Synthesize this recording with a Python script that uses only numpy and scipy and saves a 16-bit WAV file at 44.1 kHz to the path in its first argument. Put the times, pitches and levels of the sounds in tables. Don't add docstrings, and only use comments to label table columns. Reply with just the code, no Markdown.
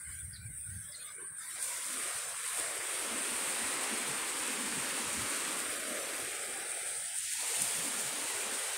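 import sys
import numpy as np
from scipy import signal
from scipy.fft import irfft
from scipy.io import wavfile
from scipy.ndimage import uniform_filter1d

SR = 44100
rng = np.random.default_rng(int(sys.argv[2]) if len(sys.argv) > 2 else 0)


def store_pcm(level_fs):
    pcm = np.round(np.clip(level_fs, -1, 1) * 32767).astype(np.int16)
    wavfile.write(sys.argv[1], SR, np.atleast_2d(pcm).T)


def level_to_linear(level):
    exponent = np.asarray(level, float) / 20
    return 10 ** exponent


N = 386757
T = np.arange(N) / SR
FRAME, HOP = 1024, 256


def level(x, db):
    return x * level_to_linear(db) / np.sqrt(np.mean(x ** 2))


def band(x, lo_hz, hi_hz, order=2):
    return signal.sosfilt(signal.butter(order, [lo_hz, hi_hz], "band", fs=SR, output="sos"), x)


def colour(table, hz):
    points = np.array(table, float)
    return np.interp(np.log(hz + 1), np.log(points[:, 0]), points[:, 1])


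def shaped(x, gain_db):
    hz, s, z = signal.stft(x, SR, nperseg=FRAME, noverlap=FRAME - HOP)
    z = z * level_to_linear(gain_db(hz[:, None], s))
    return signal.istft(z, SR, nperseg=FRAME, noverlap=FRAME - HOP)[1][:N]


def patches(hz, s, width_hz, hold_s):
    wide = max(int(width_hz * FRAME / SR), 1)
    long = max(int(hold_s * SR / HOP), 1)
    field = rng.standard_normal((len(hz) // wide + 1, len(s)))
    field = np.repeat(field, wide, axis=0)[:len(hz)]
    field = uniform_filter1d(field, long, axis=1)
    field = uniform_filter1d(field, long // 2 + 1, axis=1)
    return field / field.std()


# start_s, level_db (over the wash)
SLAPS = [(.906, 3), (1.066, 3), (1.6272, 8), (1.6443, 4), (1.770, 5), (2.4777, 2), (2.5988, 7), (2.9946, 2),
         (3.3086, 2), (3.3651, 3), (3.8115, 4), (4.3034, 3), (4.4656, 2), (4.4778, 3), (5.1305, 2),
         (5.232, 2), (6.2476, 2), (6.3531, 2), (6.7185, 4), (7.1864, 5), (7.2064, 4), (7.3363, 3),
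         (7.6203, 8), (7.6792, 2), (7.7544, 2), (8.0114, 3), (8.7348, 2)]


def surf():
    rise_s, fall_s = .0006, .0016
    burst_size = np.repeat(rng.exponential(size=N // 64 + 1), 64)[:N]
    bubbles = rng.standard_normal(N) * level_to_linear(0.44 * burst_size)
    crest = sum(level_to_linear(db) * np.exp(-np.maximum((s - T) / rise_s, (T - s) / fall_s)) for s, db in SLAPS)
    slaps = 1.5 * band(np.sign(rng.standard_normal(N)) * crest, 6200, 16000)
    wash = shaped(bubbles + slaps + level_to_linear(-8) * looped(), surf_gain)
    full_surf = wash[int(3.3 * SR):int(4.2 * SR)]
    return wash * level_to_linear(-35.5) / full_surf.std()


# hz, level_db (per
# Hz)
SURF = [(35, -48), (60, -19.5), (262, -2.5), (422, -2.5), (695, -3.5), (882, -3), (2040, -2), (2450, -2),
        (2950, -4.5), (5740, -7.5), (7000, -4),
        (7700, -1.5), (8700, 4), (9950, -1.5), (10050, -6), (12760, -14.5), (12840, -20.5), (14100, -17),
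        (15730, -17.5), (15860, -84)]
# start_s, notch_hz, depth_db
SAND = [(0, 736, 1), (1.7, 850, 3), (1.85, 760, 9), (1.95, 850, 5), (2.03, 960, 11), (2.15, 900, 4),
        (3.9, 690, 3), (4.3, 660, 8), (5.2, 730, 7), (5.55, 820, 4), (5.9, 920, 8), (6.15, 950, 6),
        (6.33, 1000, 13), (6.75, 1050, 14), (6.9, 1070, 18), (7.15, 1060, 17), (7.35, 1150, 11),
        (7.42, 1150, 1.5), (8.77, 1010, 2)]
# centre_hz, width_hz, extra_share (of the sinking)
FIRST_SHUT = [(1560, 150, -.5), (1830, 80, .25), (2150, 250, -.15), (2780, 120, .4), (4320, 90, 1.2),
              (6550, 130, 1.8), (7250, 130, 1.3), (9200, 500, .2), (10700, 500, .7), (13500, 400, .4)]


def surf_gain(hz, s):
    at, notch_hz, depth_db = np.transpose(SAND)
    depth_db = np.interp(s, at, depth_db) + 1.8 * patches(hz, s, 30000, .06)
    notch_width = 0.1 + 0.003 * depth_db
    from_notch = np.log((hz + 1) / np.interp(s, at, notch_hz))
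    notch_db = -depth_db * np.exp(-(from_notch / notch_width) ** 2)
    weak = sum(share * np.exp(-((hz - f) / width) ** 2) for f, width, share in FIRST_SHUT)
    swell_db = swell(hz, s)
    sunk_db = swell_db + weak * np.clip(swell_db, -9, 0) + notch_db
    splash_db = 0.69 * patches(hz, s, 30000, .025) * np.clip(hz / 9000, 0, 1.6)
    splash_db = splash_db + 0.45 * patches(hz, s, 1460, .03)
    ripple_db = np.clip(.9 - sunk_db / 8, .9, 2) * patches(hz, s, 90, 0.15)
    gain_db = colour(SURF, hz) + holes(hz, s) + surges(hz, s)
    return gain_db + sunk_db + splash_db + ripple_db + suppressor(hz, s, sunk_db)


# start_s, roar_db (re full surf), reach_octaves (how far down the roar goes under reach_top_hz)
ROAR = [(0, -11.5, 0.17), (.12, -12, 0.17), (.27, -15.5, 0.12), (.5, -16, 0.064), (.885, -14, 0.08),
        (.91, -18.5, 0.32), (1.0, -15, 0.22), (1.1, -12.5, 0.48), (1.32, -11, 0.51), (1.36, -11, .3),
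        (1.41, -12.5, 0.77), (1.545, -10.5, 0.71), (1.59, -9.5, 1.9), (1.85, -6, 1.7), (2.07, -1, 1.73),
        (2.3, -4.5, 1.83), (2.38, -2.5, 0.41), (2.54, -1, 1.13), (2.6, 0, 2.05), (3.9, 3.5, 2.88),
        (4.35, 2, 2.96), (5.5, 2.5, 3.08), (6.9, -3, 1.88), (6.99, -6.5, 1.7), (7.05, -5, 1.2),
        (7.16, -7.5, 0.97), (7.21, -5.5, 0.5), (7.32, -3, 0.28), (7.38, -2.5, 0.55), (7.42, -2, 1.6),
        (7.55, -1, 1.8), (7.8, -1, 2.05), (8.77, 1, 2.13)]
# start_s, level_db (re full surf), grip_db (suppressor on the weaker treble)
FOAM = [(0, -3, 13.5), (.06, -2.5, 17), (.1, -4.5, 7.5), (.2, -1, 11.5), (.3, -6.5, 10), (.4, -8, 16),
        (.62, 0, 17.5), (.75, -3.5, 11), (.88, -3, 12.5), (1.0, -9.5, 3.5), (1.14, -9.5, 10.5),
        (1.32, -9, 22), (1.42, -4.5, 3.5), (1.58, -2.5, 2), (1.65, -1.5, 0), (1.899, -0.5, 1),
        (2.02, 0.5, 2.5), (2.2, -2, 1.5), (2.82, -5.5, 2.5), (2.95, 0, 2.5), (5.4, -1.5, 0), (5.7, -3, 1.5),
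        (6.15, -6, 0), (6.65, -1.5, 4), (6.9, 1.5, 4), (7.15, -0.5, 3), (7.25, 0, -1.1), (7.6, 3.5, -0.5),
        (8.1, -1, -0.5), (8.77, -1, 0.5)]
# start_s, level_db, settle_s
SPRAY = [
    (1.06, 2.5, 0.14),
    (1.43, 0, 0.055),
    (1.62, 3, 0.094),
    (2.47, 5, 0.36),
    (2.58, 3.5, 0.051),
    (3.46, 1.5, 0.29),
    (6.22, 4, 0.036),
    (7.17, 3.5, 0.048),
    (7.43, -0.5, 0.07),
    (7.61, 2, 0.036),
]
# start_s, centre_hz, length_s, level_db (re full surf)
BOOMS = [(1.033, 566, 0.11, -7), (1.216, 387, 0.043, 0.5), (0.098, 1330, 0.03, -12),
         (0.927, 1240, .04, -20), (1.574, 326, 0.044, -12.5), (1.964, 267, 0.089, 1),
         (2.032, 380, 0.059, 3), (2.447, 474, 0.15, -10), (2.72, 302, 0.043, -2), (3.15, 236, 0.069, 12.5),
         (3.314, 246, 0.043, 11), (3.634, 245, 0.023, 11.5), (3.938, 247, 0.024, 15.5),
         (4.094, 220, 0.096, 6), (4.621, 245, 0.15, 14), (4.8, 220, 0.029, -1), (5.032, 242, 0.035, 10.5),
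         (5.16, 230, 0.037, 13), (5.37, 263, 0.19, 5.5), (5.925, 256, 0.04, 10), (6.144, 277, 0.074, 3),
         (6.59, 266, 0.11, -4), (6.868, 403, 0.07, -5), (7.126, 590, 0.035, -7), (7.257, 760, 0.027, -12),
         (7.522, 447, 0.033, 3), (7.633, 243, 0.054, 2.5), (7.89, 245, 0.13, 8.5), (8.2, 270, 0.12, 4.5),
         (8.51, 233, 0.082, 5.5)]
# hz, foam_share (against roar, 0-1), swell_depth, grip_share (of the suppressor)
FOLLOW = [(490, 0, 0.8, 0.079), (2360, 0.09, 0.88, 0.15), (2520, 0.25, 1.26, 0.61),
          (7160, 0.77, 0.74, 1.26), (8320, 0.76, 0.93, 0.057), (9700, 0.97, 0.81, 0.17),
          (12600, .97, 0.87, 0.79), (13000, .99, 0.6, 1.3), (14000, .99, .6, 1.1), (14500, 1, 0.81, 0.2)]


def swell(hz, s):
    spray_rise_s, reach_top_hz, boom_octaves = 0.016, 1620, 0.31
    under_db_per_oct, under_floor_db = 34.5, -21.5
    at, roar_db, reach = np.transpose(ROAR)
    foam_at, foam_db, grip_db = np.transpose(FOAM)
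    foam, depth, grip = (colour(np.array(FOLLOW)[:, [0, k]], hz) for k in range(1, 4))
    foam = np.clip(foam, 0, 1)

    spray_db = sum(db * np.exp(-np.maximum((t - s) / spray_rise_s, (s - t) / settle_s))
                   for t, db, settle_s in SPRAY)
    bright_db = np.interp(s, foam_at, foam_db) + spray_db
    change_db = foam * bright_db + (1 - foam) * np.interp(s, at, roar_db)

    reach = np.interp(s, at, reach)
    ragged = .07 * patches(hz, s, 30000, 0.045) + .13 * patches(hz, s, 130, .06)
    edge = reach + ragged * np.clip(0.071 + reach, 0, 1)
    octaves = np.log2((hz + 1) / reach_top_hz)
    under_db = np.clip(under_db_per_oct * (octaves + edge), under_floor_db, 0)
    wash_db = depth * change_db - grip * np.interp(s, foam_at, grip_db) + under_db

    booms = 0
    for t, f, length_s, db in BOOMS:
        away = ((s - t) / length_s) ** 2 + (np.log2((hz + 1) / f) / boom_octaves) ** 2
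        booms = booms + level_to_linear(2 * db) * np.exp(-away ** 2)
    booms = booms * level_to_linear(4.1 * patches(hz, s, 90, .025) - 6.0)
    return 10 * np.log10(level_to_linear(2 * wash_db) + booms)


# start_s, centre_hz, half_length_s, level_db
SURGES = [(.52, 220, .08, -5), (1.3, 160, .3, 4), (2.1, 110, .1, -7), (4.3, 220, .1, -8),
          (7.33, 150, 0.28, -7), (4.75, 80, 0.16, 8), (8.1, 88, .15, -6), (6.9, 90, .15, -1.5),
          (4.25, 60, .08, -5), (.7, 260, .08, 4), (1.04, 290, .1, 9), (1.6, 290, .2, 9),
          (2.4, 260, 0.18, -1), (2.97, 290, .1, 4), (6.5, 260, .2, 6), (6.9, 320, .1, -8),
          (6.7, 270, .1, -7), (8.3, 220, .1, -2), (11, 260, .06, 8), (.4, 450, 0.34, -8),
          (1.3, 420, .06, -4), (2.7, 610, 0.14, 5), (5.3, 370, 0.11, 4), (6.3, 400, 0.12, 1.5),
          (8.4, 410, 0.11, 5), (1, 680, 0.068, -4), (1.4, 950, 0.071, -3), (1.65, 740, 0.043, -13),
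          (1.9, 750, 0.088, -10), (5.62, 870, .1, 3), (6, 560, 0.18, 10), (5.8, 890, 0.17, -14.5),
          (0.41, 1250, .12, -1), (.96, 1450, .06, 6.5), (1.12, 1100, .05, 0), (1.4, 980, 0.062, 2),
          (1.7, 950, 0.08, 5), (2.13, 1250, 0.3, 2), (5.4, 1300, 0.23, 3), (7.26, 1440, 0.31, -4.5),
          (0.5, 3300, 0.2, -6), (1.06, 3600, .2, 9.5), (1.56, 3200, 0.091, -1.5), (1.37, 2300, 0.05, -6),
          (1.75, 2150, 0.067, 5), (5.9, 11800, 0.38, 4), (7, 12300, 0.32, -5.5), (1.27, 10000, .15, 4),
          (2.55, 10800, 0.17, 2), (8.1, 17000, .3, 3)]


def surges(hz, s):
    t, f, half, db = np.array(SURGES).T[:, :, None]
    over_hz = np.exp(-(np.log2((hz + 1) / f.T) / 0.29) ** 2)
    over_time = db * np.exp(-((s - t) / half) ** 2)
    return over_hz @ over_time


def suppressor(hz, s, sunk_db, steep=4.4, leak=0.014):
    margin = np.clip(2.3 + sunk_db / 3.8, -1.2, 3)
    wander = np.clip(hz / 3500, .55, 1)
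    wandering = margin + wander * patches(hz, s, 130, 0.05)
    passed = leak + 1 / (1 + np.exp(-steep * wandering))
    softened = margin / np.sqrt(1 + (steep * wander) ** 2 / 2.9)
    usual = leak + 1 / (1 + np.exp(-steep * softened))
    return 10 * np.log10(passed / usual)


# start_s, centre_hz, half_length_s
HOLES = [(.015, 2950, .015), (.22, 5550, .022), (.265, 2720, .018), (.41, 2760, .022), (.41, 450, .014),
         (.82, 2800, .04), (.83, 4050, .012), (.872, 4450, .018), (1.01, 7350, .018), (1.02, 5800, .022),
         (1.085, 4500, .02), (1.165, 4300, .022), (1.17, 2640, .02), (1.465, 3100, .022),
         (1.48, 6800, .016), (1.62, 3050, .025), (1.77, 2680, .018), (6.95, 1000, .035), (7.31, 1350, .035),
         (.47, 13400, .012), (.53, 13300, .02), (.6, 13250, .015), (.755, 13350, .028), (.84, 10900, .03),
         (5.78, 5200, .02), (6.8, 1060, .05), (7.09, 1150, .035), (1.68, 1670, .01), (2.97, 1050, .01)]


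def holes(hz, s):
    gap_db = 0
    for t, f, half in HOLES:
        over_hz = np.exp(-((hz - f) / (f / 30 + 12)) ** 4)
        gap_db = gap_db - 33 * over_hz * np.exp(-((s - t) / half) ** 4)
    return gap_db


def looped():
    above_hz, loop_samples, cycles = 10050, 4704, 5
    bins = np.arange(loop_samples // 2 + 1)
    lines = rng.standard_normal((len(bins), 2)) @ [1, 1j]
    lines = lines * (bins % cycles == 0) * np.sqrt(cycles * loop_samples / 2)
    lines = lines * (bins * SR / loop_samples > above_hz)
    return np.resize(irfft(lines, loop_samples), N)


# start_s, thump_db, upper_rumble_db
GUSTS = [(0, -59, -66), (.08, -53, -65), (.1, -47, -59), (.15, -52, -62), (.19, -60, -61),
         (.24, -44.5, -64), (.28, -51, -58), (.334, -49, -67), (.392, -48.5, -61), (.42, -49, -57),
         (.46, -44.5, -69), (.5, -43.5, -67), (.55, -58, -66), (.585, -52, -84), (.615, -60, -80),
         (.69, -45.5, -57), (.725, -48, -52), (.758, -45, -49), (.795, -51, -63), (.85, -57, -62),
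         (.9, -60, -70), (2.27, -65, -67), (2.65, -71.5, -69), (3.13, -63, -64), (3.35, -67, -65),
         (3.64, -59, -73), (3.76, -71, -61), (4.1, -80, -50), (4.42, -73, -69), (4.78, -66, -48.5),
         (4.93, -74, -67), (5.07, -55, -56), (5.2, -46.5, -49.5), (5.6, -76, -68), (5.69, -63, -68),
         (6.23, -62, -60), (7.21, -71, -78), (7.62, -70, -47), (7.79, -74, -52), (8.06, -62, -52.5),
         (8.35, -64, -70), (8.52, -86, -100)]


def wind():
    rise_db_s, fall_db_s = 396, 245
    flutter_db = 5.5 * level(band(rng.standard_normal(N), 0.79, 23, order=1), 0)
    gust_db, upper_db = -77 + flutter_db, -77.5 + flutter_db
    for s, db, high_db in GUSTS:
        away_db = np.maximum(rise_db_s * (s - T), fall_db_s * (T - s))
        gust_db = np.maximum(gust_db, db - away_db)
        upper_db = np.maximum(upper_db, high_db - away_db)
    thump = eddy(69.4, 108.0, order=2, even=0.42)
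    upper = eddy(119.0, 182.5, order=3, even=0.93)
    coarse_s = T[::HOP]
    low_db, mid_db = surges(np.array([[85.], [150.]]), coarse_s)
    thump = thump * level_to_linear(gust_db + np.interp(T, coarse_s, low_db))
    return thump + upper * level_to_linear(upper_db + np.interp(T, coarse_s, mid_db))


def eddy(lo_hz, hi_hz, order, even):
    rumble = level(band(rng.standard_normal(N), lo_hz, hi_hz, order=order), 0)
    beating = np.sqrt(uniform_filter1d(rumble ** 2, size=700)) + .15
    return level(rumble / beating ** np.clip(even, 0, 1), 0)


# start_s, length_s, start_hz, end_hz, level_db
CHIRPS = [
    (.328, .024, 5050, 4450, -50),
    (.352, .022, 4250, 3850, -52),
    (.916, .024, 5350, 4500, -52),
    (.94, .018, 4350, 4000, -50),
]


def bird():
    call = np.zeros(N)
    shake_hz = 110 * level(band(rng.standard_normal(N), 60, 400), 0)
    for s, length, start_hz, end_hz, db in CHIRPS:
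        u = np.clip((T - s) / length, 0, 1)
        pitch_hz = start_hz + (end_hz - start_hz) * u + shake_hz
        call += level_to_linear(db) * np.sin(np.pi * u) * np.sin(2 * np.pi * np.cumsum(pitch_hz) / SR)
    call *= 1 + .6 * level(band(rng.standard_normal(N), 50, 330), 0)
    tail_s = np.arange(int(.085 * SR)) / SR
    echo = rng.standard_normal(len(tail_s)) * np.exp(-tail_s / .05)
    return call + level_to_linear(-33) * signal.fftconvolve(call, echo)[:N]


# hz, level_db (per Hz)
HISS = [(30, -5), (200, 1), (1000, -9.5), (3000, -27), (7000, -17), (12000, 0.5), (13500, -24), (15700, 0),
        (15850, -68)]


def residue():
    def gain_db(hz, s):
        return colour(HISS, hz) + holes(hz, s) + 1.4 * patches(hz, s, 180, .05)
    return level(shaped(rng.standard_normal(N), gain_db), -70)


# start_s, half_length_s, level_db
PARTINGS = [
    (2.26, .035, -53),
    (3.32, .02, -68),
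    (5.4, .03, -65),
    (6.03, .055, -53),
    (7.43, .025, -63),
]


def parting():
    hiss = level(band(rng.standard_normal(N), 5500, 12500, order=6), 0)
    return hiss * sum(level_to_linear(db) * np.exp(-((T - s) / half) ** 4) for s, half, db in PARTINGS)


def scene():
    middle = surf() + wind() + bird() + residue()
    return middle + np.array([[1], [-1]]) * parting()


def low_pass(x):
    return signal.sosfilt(signal.butter(12, 16850, fs=SR, output="sos"), x)


def record(dry):
    return low_pass(dry)


dry = scene()
out = record(dry)
store_pcm(out)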